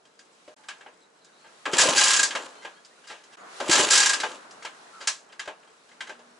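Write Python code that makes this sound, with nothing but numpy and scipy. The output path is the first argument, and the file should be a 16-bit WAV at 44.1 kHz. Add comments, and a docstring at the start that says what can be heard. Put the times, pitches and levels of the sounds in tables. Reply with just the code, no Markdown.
"""A single-cylinder motorcycle is kicked over twice by foot in a narrow yard; it does not fire.
Small random impacts make the clatter of gears and valves over a rumble, and falling tones puff in the pipe.
Ringing snaps of the starter ratchet come slower as the crank coasts. Lever, stand and boot knock in
between: short noise bursts that ring the metal. Patchy noise is the air of the yard, with ticks of grit,
faint gliding squeaks, chirps and a hum. The level drops out briefly twice."""
import sys
import numpy as np
from scipy import signal
from scipy.fft import rfft, irfft
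from scipy.io import wavfile
from scipy.ndimage import uniform_filter1d

SR = 44100
rng = np.random.default_rng(int(sys.argv[2]) if len(sys.argv) > 2 else 0)


def to_wav(sig):
    """Store sig (one row per channel, or 1-D mono) as 16-bit WAV at the path in sys.argv[1].

    Samples outside -1..1 are clipped; the rate is SR.
    """
    pcm = np.clip(np.atleast_2d(sig), -1, 1) * 32767
    pcm = np.round(pcm).astype(np.int16)
    wavfile.write(sys.argv[1], SR, pcm.T)  # frames by channels


N = 281799  # length in samples

# Swells of the yard air, before a small overall trim: time_s, middle_level_db, treble_level_db
YARD_SWELLS = [(0.0, -62.5, -65), (0.45, -59.5, -58), (0.8, -54.5, -58.5), (1.1, -61, -64.5),
               (1.6, -54.5, -53.5), (2.6, -48.5, -52.5), (2.85, -56.5, -58.5), (3.1, -57, -54.5),
               (3.25, -57.5, -56.5), (3.44, -43.5, -55), (3.58, -43, -42), (4.45, -46.5, -54),
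               (5.0, -49.5, -51.5), (5.2, -55, -61), (5.5, -54.5, -61), (5.9, -58, -57.5),
               (6.06, -52, -59.5), (6.39, -55, -58)]
# Tone colour of the yard air: frequency_hz, level_db
YARD_COLOUR = [(18, -65), (30, -33), (135, -29), (157, -14), (245, -14), (392, -9.5), (466, -6.5),
               (514, -13), (567, -8.5), (1520, -4.5), (3530, -13), (3900, -11), (4870, -14.5), (6550, -15),
               (11000, -23.5), (14300, -58.5), (22000, -120)]
# How alike the yard air is on left and right: frequency_hz, likeness (0 to 1)
YARD_LIKENESS = [(60, 0.55), (220, 0.91), (840, 0.023), (3150, 0.03), (11800, 0.45)]
# Ringing modes of engine case, lever and frame: pitch_hz, width_hz, level_db
CASE_MODES = [(615, 10, 1.5), (620, 26, -18.5), (880, 25, 2), (1338, 32, -3.5), (1700, 49, -12),
              (1597, 40, -2.5), (2060, 61, -2), (2946, 41, -20), (2877, 32, -13.5), (3215, 34, 0.5),
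              (3995, 93, -1), (4820, 170, 7), (5217, 61, 1), (5690, 56.13, -4), (5550, 100, -1.5),
              (6140, 130, -1), (6835, 63, 0.5), (6570, 77.7, -3.5), (7360, 125, 1), (7640, 90, -10),
              (7930, 90.5, -7)]
# Tone colour of the dense metallic tail of a blow: frequency_hz, gain_db
CRACK_COLOUR = [(35, -71), (60, -26.5), (217, -9.5), (359, 1.5), (1450, -11.5), (1610, 0.5), (1840, -9),
                (7270, -7), (11000, -24.5), (14300, -48.5), (22000, -120)]
# Sharp knocks of lever, stand and boot; the struck spot favours modes near one pitch:
# time_s, level_db, lows_trim_db, highs_trim_db, favoured_pitch_hz
TAPS = [(0.0528, -49.5, -5, -4, 3150), (0.192, -44.5, -16, 0.5, 1490), (0.4782, -44.5, 8, -8.5, 590),
        (0.636, -46, -19, -9, 861), (0.6862, -26.5, -18.5, -10, 1460), (0.809, -38.5, -7.5, -14, 1570),
        (0.8622, -38.5, 1, -28, 886), (1.2468, -54, -13, 3.5, 6570), (1.6556, -17.5, -15.5, -14.5, 1610),
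        (1.7335, -15, -9, -5.5, 3950), (3.602, -22.5, -2, -9, 532.7), (2.3079, -22.5, -21.5, -9.5, 3520),
        (2.3518, -17, -6, -10.5, 1620), (2.6494, -27.5, -4.5, -15, 875), (2.849, -50, -20, 4, 4820),
        (3.2375, -48, -7, -3, 1060), (4.2016, -22, -40, -3, 2860), (4.2346, -15.5, -2.5, -12, 1630),
        (4.5096, -47, -15, 5.5, 5350), (4.6249, -33.5, -24, -6.5, 2060), (4.6497, -25.5, -9.5, -9.5, 880),
        (5.0736, -16, -16.5, 2.5, 1590), (5.2962, -48, -11, -18.5, 1546), (5.3237, -40, -9, -9.5, 2060),
        (5.395, -22.5, -20, -7.5, 2060), (5.4553, -36.5, -5, -7, 1630), (5.4769, -26.5, 0.5, -14.5, 1630),
        (5.6284, -48, -5, -22, 619), (5.675, -50.5, -0.5, -9, 891), (5.888, -48, -7, -5, 1567),
        (5.915, -43.5, -4, -10, 2060), (6.007, -22.5, -20.5, -9.5, 2060), (6.0718, -34, -9, -9, 2060),
        (6.0941, -28, -2, -11, 1620), (6.1919, -48.5, 5, -7, 506)]
# Dragging, scuffing contacts: time_s, level_db, lows_trim_db, highs_trim_db, favoured_pitch_hz
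SCUFFS = [(1.4409, -44, -2, -30, 750), (2.6199, -37, -22, -7, 2200), (3.038, -44, -13, -9.5, 2860),
          (3.0701, -39.5, -16, -1.5, 1420), (3.0969, -31, -4.5, -10.5, 1360),
          (3.3234, -43.5, -33, -7.5, 5440), (5.0052, -32, -6.5, -6.5, 1320)]
# Left-right balance of the motorcycle: frequency_hz, left_over_right_db
SIDE_TILT = [(60, -1), (170, 1.5), (500, 2.5), (1430, 2), (4100, -1), (11800, 0.5)]
# How much the reflections differ between the sides: frequency_hz, gain_db
SIDE_SHARE = [(60, -18), (140, -16), (350, -21), (840, -13.5), (2030, -9), (4890, -12), (11800, -7.5)]
# Thin squeaks: start_s, length_s, start_pitch_hz, end_pitch_hz, level_db
SQUEAKS = [(.57, 0.12, 859, 869, -60), (2.555, 0.08, 4160, 4280, -60), (2.57, 0.066, 3030, 3120, -58),
           (2.72, .072, 4150, 4430, -63.5), (2.75, 0.0615, 3210, 3313, -62), (2.76, 0.045, 1635, 1700, -59),
           (2.9, .04, 1750, 1970, -62), (2.97, .033, 1450, 1413, -58), (3.37, .062, 6840, 6800, -62)]
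# Fuzzy chirps and a creak: start_s, length_s, start_pitch_hz, end_pitch_hz, level_db
CHIRPS = [(1.0, .07, 4000, 3950, -63), (1.2, .1, 4140, 3800, -63), (1.31, .1, 3700, 4200, -64),
          (1.37, .13, 4300, 4300, -64), (1.25, .12, 1600, 1500, -66), (4.92, .085, 1400, 1310, -47)]
# A low hum: start_s, length_s, start_pitch_hz, end_pitch_hz, level_db
HUM = [(5.85, .25, 243, 241, -67), (6.08, .34, 241, 239, -61)]
# Stages 0 to 6 of each kick: lever_engages_s, teeth_bite_s, exhaust_opens_s, pawl_lets_go_s,
# last_tooth_s, lever_stops_s, still_s
KICKS = [(1.655, 1.772, 1.888, 1.962, 2.238, 2.313, 2.606),
         (3.605, 3.711, 3.794, 3.905, 4.132, 4.218, 4.47)]
# What every kick does: stage (number), clatter_level_db, rumble_level_db
STROKE_LEVELS = [(0, -54.5, -30), (.45, -46.5, -40.5), (.9, -29, -32.5), (1.1, -27, -33), (2, -24, -24.5),
                 (2.8, -28, -33), (3.15, -22, -38), (3.701, -28, -40.5), (4.1, -44, -40.5), (5, -51, -44),
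                 (5.4, -45.5, -42.5), (6, -69, -65.5)]
# Tone colour of gears and valves: frequency_hz, gain_db
CLATTER_COLOUR = [(470, -41.5), (800, -4.5), (1400, -12.5), (1630, -3.5), (2030, -8), (2920, -2),
                  (5330, -11.5), (6200, -9), (7200, -6), (8000, -8.5), (9000, -16.5), (11000, -15),
                  (14300, -55.5), (22000, -120)]
# Tone colour of the rumbling case: frequency_hz, gain_db
RUMBLE_COLOUR = [(15, -68), (25, -50.5), (151, -30.5), (244, -9), (394, -4), (595, -3), (782, -10),
                 (882, -3.5), (1500, -8), (1950, -23.5), (3300, -120)]
# Air pushed out of the pipe: start_s, level_db, start_pitch_hz
PUFFS = [(1.731, -21.5, 400), (1.794, -27, 680), (1.829, -27, 669), (1.884, -18, 608), (1.953, -30, 390),
         (3.69, -17.5, 366), (3.753, -32.5, 656), (3.793, -21, 413), (3.829, -27.5, 604),
         (3.863, -31.5, 408)]
# Starter teeth biting on the down stroke: time_s, level_db
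BITES = [(1.7835, -8.5), (1.7995, -15), (1.8128, -12), (1.8325, -21), (1.8871, -22), (3.696, -20),
         (3.7123, -12), (3.7292, -11.5), (3.7537, -12.5), (3.7737, -23.5), (3.7942, -17.5), (3.8287, -21)]
# The pawl dropping over each tooth, ever slower: time_s, level_db
PAWL_DROPS = [(1.9624, -25), (1.978, -14.5), (1.9943, -19), (2.0104, -14.5), (2.0368, -14), (2.0554, -17.5),
              (2.0794, -17), (2.1048, -14), (2.1334, -14), (2.1627, -17), (2.1911, -13.5), (2.2296, -15.5),
              (3.905, -15.5), (3.9168, -16), (3.9325, -12), (3.9536, -14.5), (3.9753, -13.5), (4.0015, -15),
              (4.0273, -15), (4.0587, -14), (4.093, -15), (4.132, -15.5)]
# Close pair of bending modes of the lever: lower_pitch_hz, upper_pitch_hz
LEVER_MODES = (1602.6, 1630)
# Brief drops in level: centre_s, half_width_s, level_change_db
DIPS = [(0.554, 0.0088, -52.5), (3.364, 0.0065, -18)]


def gain_of(db):
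    """Turns decibels into a gain."""
    return 10 ** (np.asarray(db) / 20)


def evened(x):
    """Scales a sound to an rms level of 1."""
    return x / np.sqrt(np.mean(x ** 2) + 1e-20)


def read(points, hz):
    """Reads values from a frequency table, spacing frequencies by ratio."""
    f, value = np.transpose(points)
    return np.interp(np.log(hz + 1), np.log(f + 1), value)


def colour(x, points):
    """Makes each frequency louder or softer as a table says."""
    size = x.shape[-1]
    gain = gain_of(read(points, np.fft.rfftfreq(size, 1 / SR)))
    return irfft(rfft(x) * gain, size)


def add(mix, start_s, sound):
    """Mixes a sound in at a time."""
    part = mix[..., round(start_s * SR):][..., :sound.shape[-1]]
    part += sound[..., :part.shape[-1]]


def yard():
    """Patchy background noise whose middle and treble swell on their own; the lows follow the middle."""
    frames, hz = N // 512 + 5, np.fft.rfftfreq(2048, 1 / SR)
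    a, b, c, d, patches = rng.standard_normal((frames, 1025, 5)).T
    patches = uniform_filter1d(patches, size=24, axis=0)
    patches = evened(uniform_filter1d(patches, size=5, axis=1))
    time_s, middle_db, treble_db = np.transpose(YARD_SWELLS)
    low_db = -60 + 0.47 * (middle_db + 58)
    t = np.arange(frames) * 512 / SR
    power = 0
    bands = ((low_db, 1, 606), (middle_db, 520, 1500), (treble_db, 2200, 42000))
    for band_db, low_hz, high_hz in bands:
        share = 1 / (1 + (low_hz / (hz + 1)) ** 6) / (1 + (hz / high_hz) ** 6)
        share = share * gain_of(read(YARD_COLOUR, hz)) ** 2
        swell = gain_of(np.interp(t, time_s, band_db)) ** 2
        power = power + np.outer(share / share.sum(), swell)
    same = np.clip(read(YARD_LIKENESS, hz), -1, 1)[:, None]
    left = a + 1j * b
    right = same * left + np.sqrt(1 - same ** 2) * (c + 1j * d)
    spectrum = np.array([left, right]) * np.sqrt(power) * gain_of(0.77 * patches)
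    return gain_of(-1.5) * signal.istft(spectrum, nperseg=2048, noverlap=1536)[1][:, :N]


def ring(force, detune, spread_db, favoured_hz=7300, favour_db=2):
    """The case modes answer a force; every contact point wakes them in other shares."""
    out = np.zeros(len(force))
    for hz, width_hz, db in CASE_MODES:
        a, b = rng.standard_normal(2)
        radius = np.exp(-np.pi * width_hz / SR)  # a wider mode dies sooner
        angle = 2 * np.pi * hz * (1 + detune * a) / SR
        near_db = favour_db * np.exp(-(np.log(hz / favoured_hz) / .11) ** 2)
        mode = signal.lfilter([1], [1, -2 * radius * np.cos(angle), radius ** 2], force)
        out += gain_of(db + near_db + spread_db * b) * evened(mode)
    return evened(out)


def rustle():
    """Tiny scattered ticks of grit and loose parts ring the case, most barely over the air."""
    hit = rng.random(N) < 66 / SR  # about 66 ticks per second
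    strength = gain_of(4 * np.minimum(rng.exponential(1, N), 3))
    fade = np.exp(-np.arange(900) / 200)
    grain = rng.standard_normal(900) * fade
    force = signal.oaconvolve(hit * strength, grain)[:N]
    return gain_of(-72) * ring(force, .02, 4)


def blow(lows_db, highs_db, decay_s, rise_s, ring_db, chatter_s, favoured_hz, favour_db):
    """A burst of chattering contact rings the case; a dense metallic tail dies after it."""
    t = np.arange(16384) / SR
    noise = rng.standard_normal((3, len(t)))
    contact = noise[0] * (t / chatter_s) * np.exp(-t / chatter_s)
    swell = (1 - np.exp(-t / rise_s)) ** 2
    fade = gain_of(-60 * t / decay_s) + gain_of(-10 - 24 * t / decay_s)  # fast, then slow
    tail = colour(noise[1], CRACK_COLOUR) * swell * fade
    # the frame answers later and lasts longer
    body = colour(noise[2], [(200, -8.5), (450, 4.5), (1100, 5.5), (1900, -25.5)])
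    body = body * (1 - np.exp(-t / 0.01)) ** 2
    body = evened(body * gain_of(-45 * t / decay_s))
    modes = ring(contact, .008, 3.5, favoured_hz, favour_db)
    sound = gain_of(-9) * body + evened(tail) + gain_of(ring_db) * modes
    sound = colour(sound, [(150, lows_db - 14.0), (600, lows_db + 0.5), (1300, 0.041),
                           (3000, 0.041), (5000, highs_db - 1.5)])
    # the middle band sets the loudness
    middle = colour(sound, [(800, -40), (1000, 0), (3500, 0), (4000, -40)])
    return sound / (3 * np.sqrt(uniform_filter1d(middle ** 2, size=400).max()))


def knocks():
    """Single blows, each with its own colour; scuffs start softly and last longer."""
    out = np.zeros(N)
    for rows, decay_s, rise_s in ((TAPS, 0.12, 0.0021), (SCUFFS, 0.2, 0.0069)):
        for s, db, lows_db, highs_db, hz in rows:
            knock = blow(lows_db, highs_db, decay_s, rise_s, -1.5, 1.2 * rise_s, hz, 10)
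            add(out, s - .0015, gain_of(db) * knock)
    return out


def walls(x):
    """Close walls return sparse reflections, other ones to each side."""
    echoes = np.zeros((2, 16000))
    at = np.arange(120, 15960, 20) + rng.integers(0, 20, (2, 792))
    np.put_along_axis(echoes, at, rng.choice([-1., 1.], at.shape), 1)
    echoes *= gain_of(-60 * np.arange(16000) / SR / 0.095)  # 60 dB down in 0.095 s
    return signal.fftconvolve(x, echoes / np.linalg.norm(echoes[0]), axes=1)[:, :N]


def squeaks():
    """Thin tones that glide and waver: squeaks, fuzzy chirps, a creak and a low hum."""
    out = np.zeros(N)
    for rows, waver in ((SQUEAKS, .01), (CHIRPS, .045), (HUM, .012)):  # waver as a share of pitch
        for start_s, length_s, from_hz, to_hz, db in rows:
            size = round(length_s * SR)
            wobble = evened(uniform_filter1d(rng.standard_normal(size), size=150))
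            hz = np.linspace(from_hz, to_hz, size) * (1 + waver * wobble)
            tone = np.sin(2 * np.pi * np.cumsum(hz) / SR)
            add(out, start_s, gain_of(db) * tone * signal.windows.tukey(size, .5))
    return out


def strokes():
    """Dense small impacts of gears, chain and valves, with the rumble of the case below."""
    out = np.zeros(N)
    stages, clatter_db, rumble_db = np.transpose(STROKE_LEVELS)
    for times in KICKS:
        t = np.arange(times[0], times[-1], 1 / SR)
        size = len(t)
        stage = np.interp(t, times, np.arange(len(times)))
        ticks = gain_of(3 * np.minimum(rng.exponential(1, size), 3))
        ticks = ticks * (rng.random(size) < 1000 / SR)  # about 1000 per second
        ticks = signal.oaconvolve(ticks, np.exp(-np.arange(600) / 80))[:size]
        ticks = ticks * rng.standard_normal(size)
        clatter = evened(colour(ticks, CLATTER_COLOUR))
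        clatter = evened(clatter + gain_of(-12) * ring(ticks, detune=0.01, spread_db=2.3))
        lumps = gain_of(1.1 * evened(uniform_filter1d(rng.standard_normal(size), size=500)))
        rumble = evened(colour(rng.standard_normal(size), RUMBLE_COLOUR) * lumps)
        both = gain_of(np.interp(stage, stages, clatter_db)) * clatter
        both = both + gain_of(np.interp(stage, stages, rumble_db)) * rumble
        add(out, times[0], both * signal.windows.tukey(size, .02))
    return out


def puffs():
    """Short hollow thumps of the pipe: the note sags and a lower push goes with it."""
    out, t = np.zeros(N), np.arange(6000) / SR
    rise_s = 0.0057
    swell = (t / rise_s * np.exp(1 - t / rise_s)) ** 2
    push = gain_of(-11.5) * np.sin(2 * np.pi * 160 * t)
    for s, db, hz in PUFFS:
        note = np.sin(2 * np.pi * hz * t * (1 - 2.8 * t) + 2 * np.pi * rng.random())
        add(out, s, gain_of(db) * (note + push) * swell)
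    return out


def ratchet():
    """Each tooth snaps; the lever's two modes start opposed, so their ring swells and fades in one beat."""
    out, t = np.zeros(N), np.arange(4000) / SR
    # rows, trim of the highs in dB, lever ring beside the snap in dB
    for rows, highs_db, lever_db in ((BITES, 1.1, -22), (PAWL_DROPS, 3, -6)):
        for s, db in rows:
            a, b, c = rng.standard_normal(3)  # no two teeth sound alike
            snap = blow(-20, highs_db + 2 * a, .13, .0019, -3, .004, favoured_hz=7350, favour_db=10)
            add(out, s - .0015, gain_of(db) * snap)
            detune, phase = 1 + 0.0071 * b, rng.random()
            low, high = (np.sin(2 * np.pi * (hz * detune * t + phase)) for hz in LEVER_MODES)
            fade = gain_of(db + lever_db + 2 * c - 60 * t / 0.075)
            add(out, s, fade * (low - high))
    return out


def scene():
    """The motorcycle with its reflections, over the yard air and the squeaks."""
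    bike = knocks() + ratchet() + puffs() + strokes() + rustle()
    left, right = walls(bike[None])
    mid = bike + gain_of(-15.5) * (left + right)
    side = gain_of(-1.5) * colour(left - right, SIDE_SHARE)  # reflections make the two sides unlike
    heard = []
    for sign in (1, -1):  # left, then right
        tilt = [(hz, sign * db / 2) for hz, db in SIDE_TILT]
        heard.append(colour(mid + sign * side, tilt))
    return heard + yard() + squeaks()


def low_pass(x):
    """Removes everything above the highest recorded frequency."""
    return signal.sosfilt(signal.butter(12, 12380, fs=SR, output="sos"), x)


def record(dry):
    """A small microphone thins the bass, peaks are rounded, the level dips briefly and the top is cut."""
    t = np.arange(N) / SR
    dip_db = sum(db * np.exp(-((t - s) / half_width_s) ** 4) for s, half_width_s, db in DIPS)
    bass_cut = signal.butter(1, 60, "high", fs=SR, output="sos")
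    thinned = signal.sosfilt(bass_cut, dry)
    rounded = 0.74 * np.tanh(thinned / 0.77)  # the input stage rounds the highest peaks
    treble_cut = signal.firwin(401, 11170, window=("kaiser", 5), fs=SR)
    finished = signal.oaconvolve(rounded * gain_of(dip_db), treble_cut[None], "same")
    return low_pass(finished)


dry = scene()
out = record(dry)
to_wav(out)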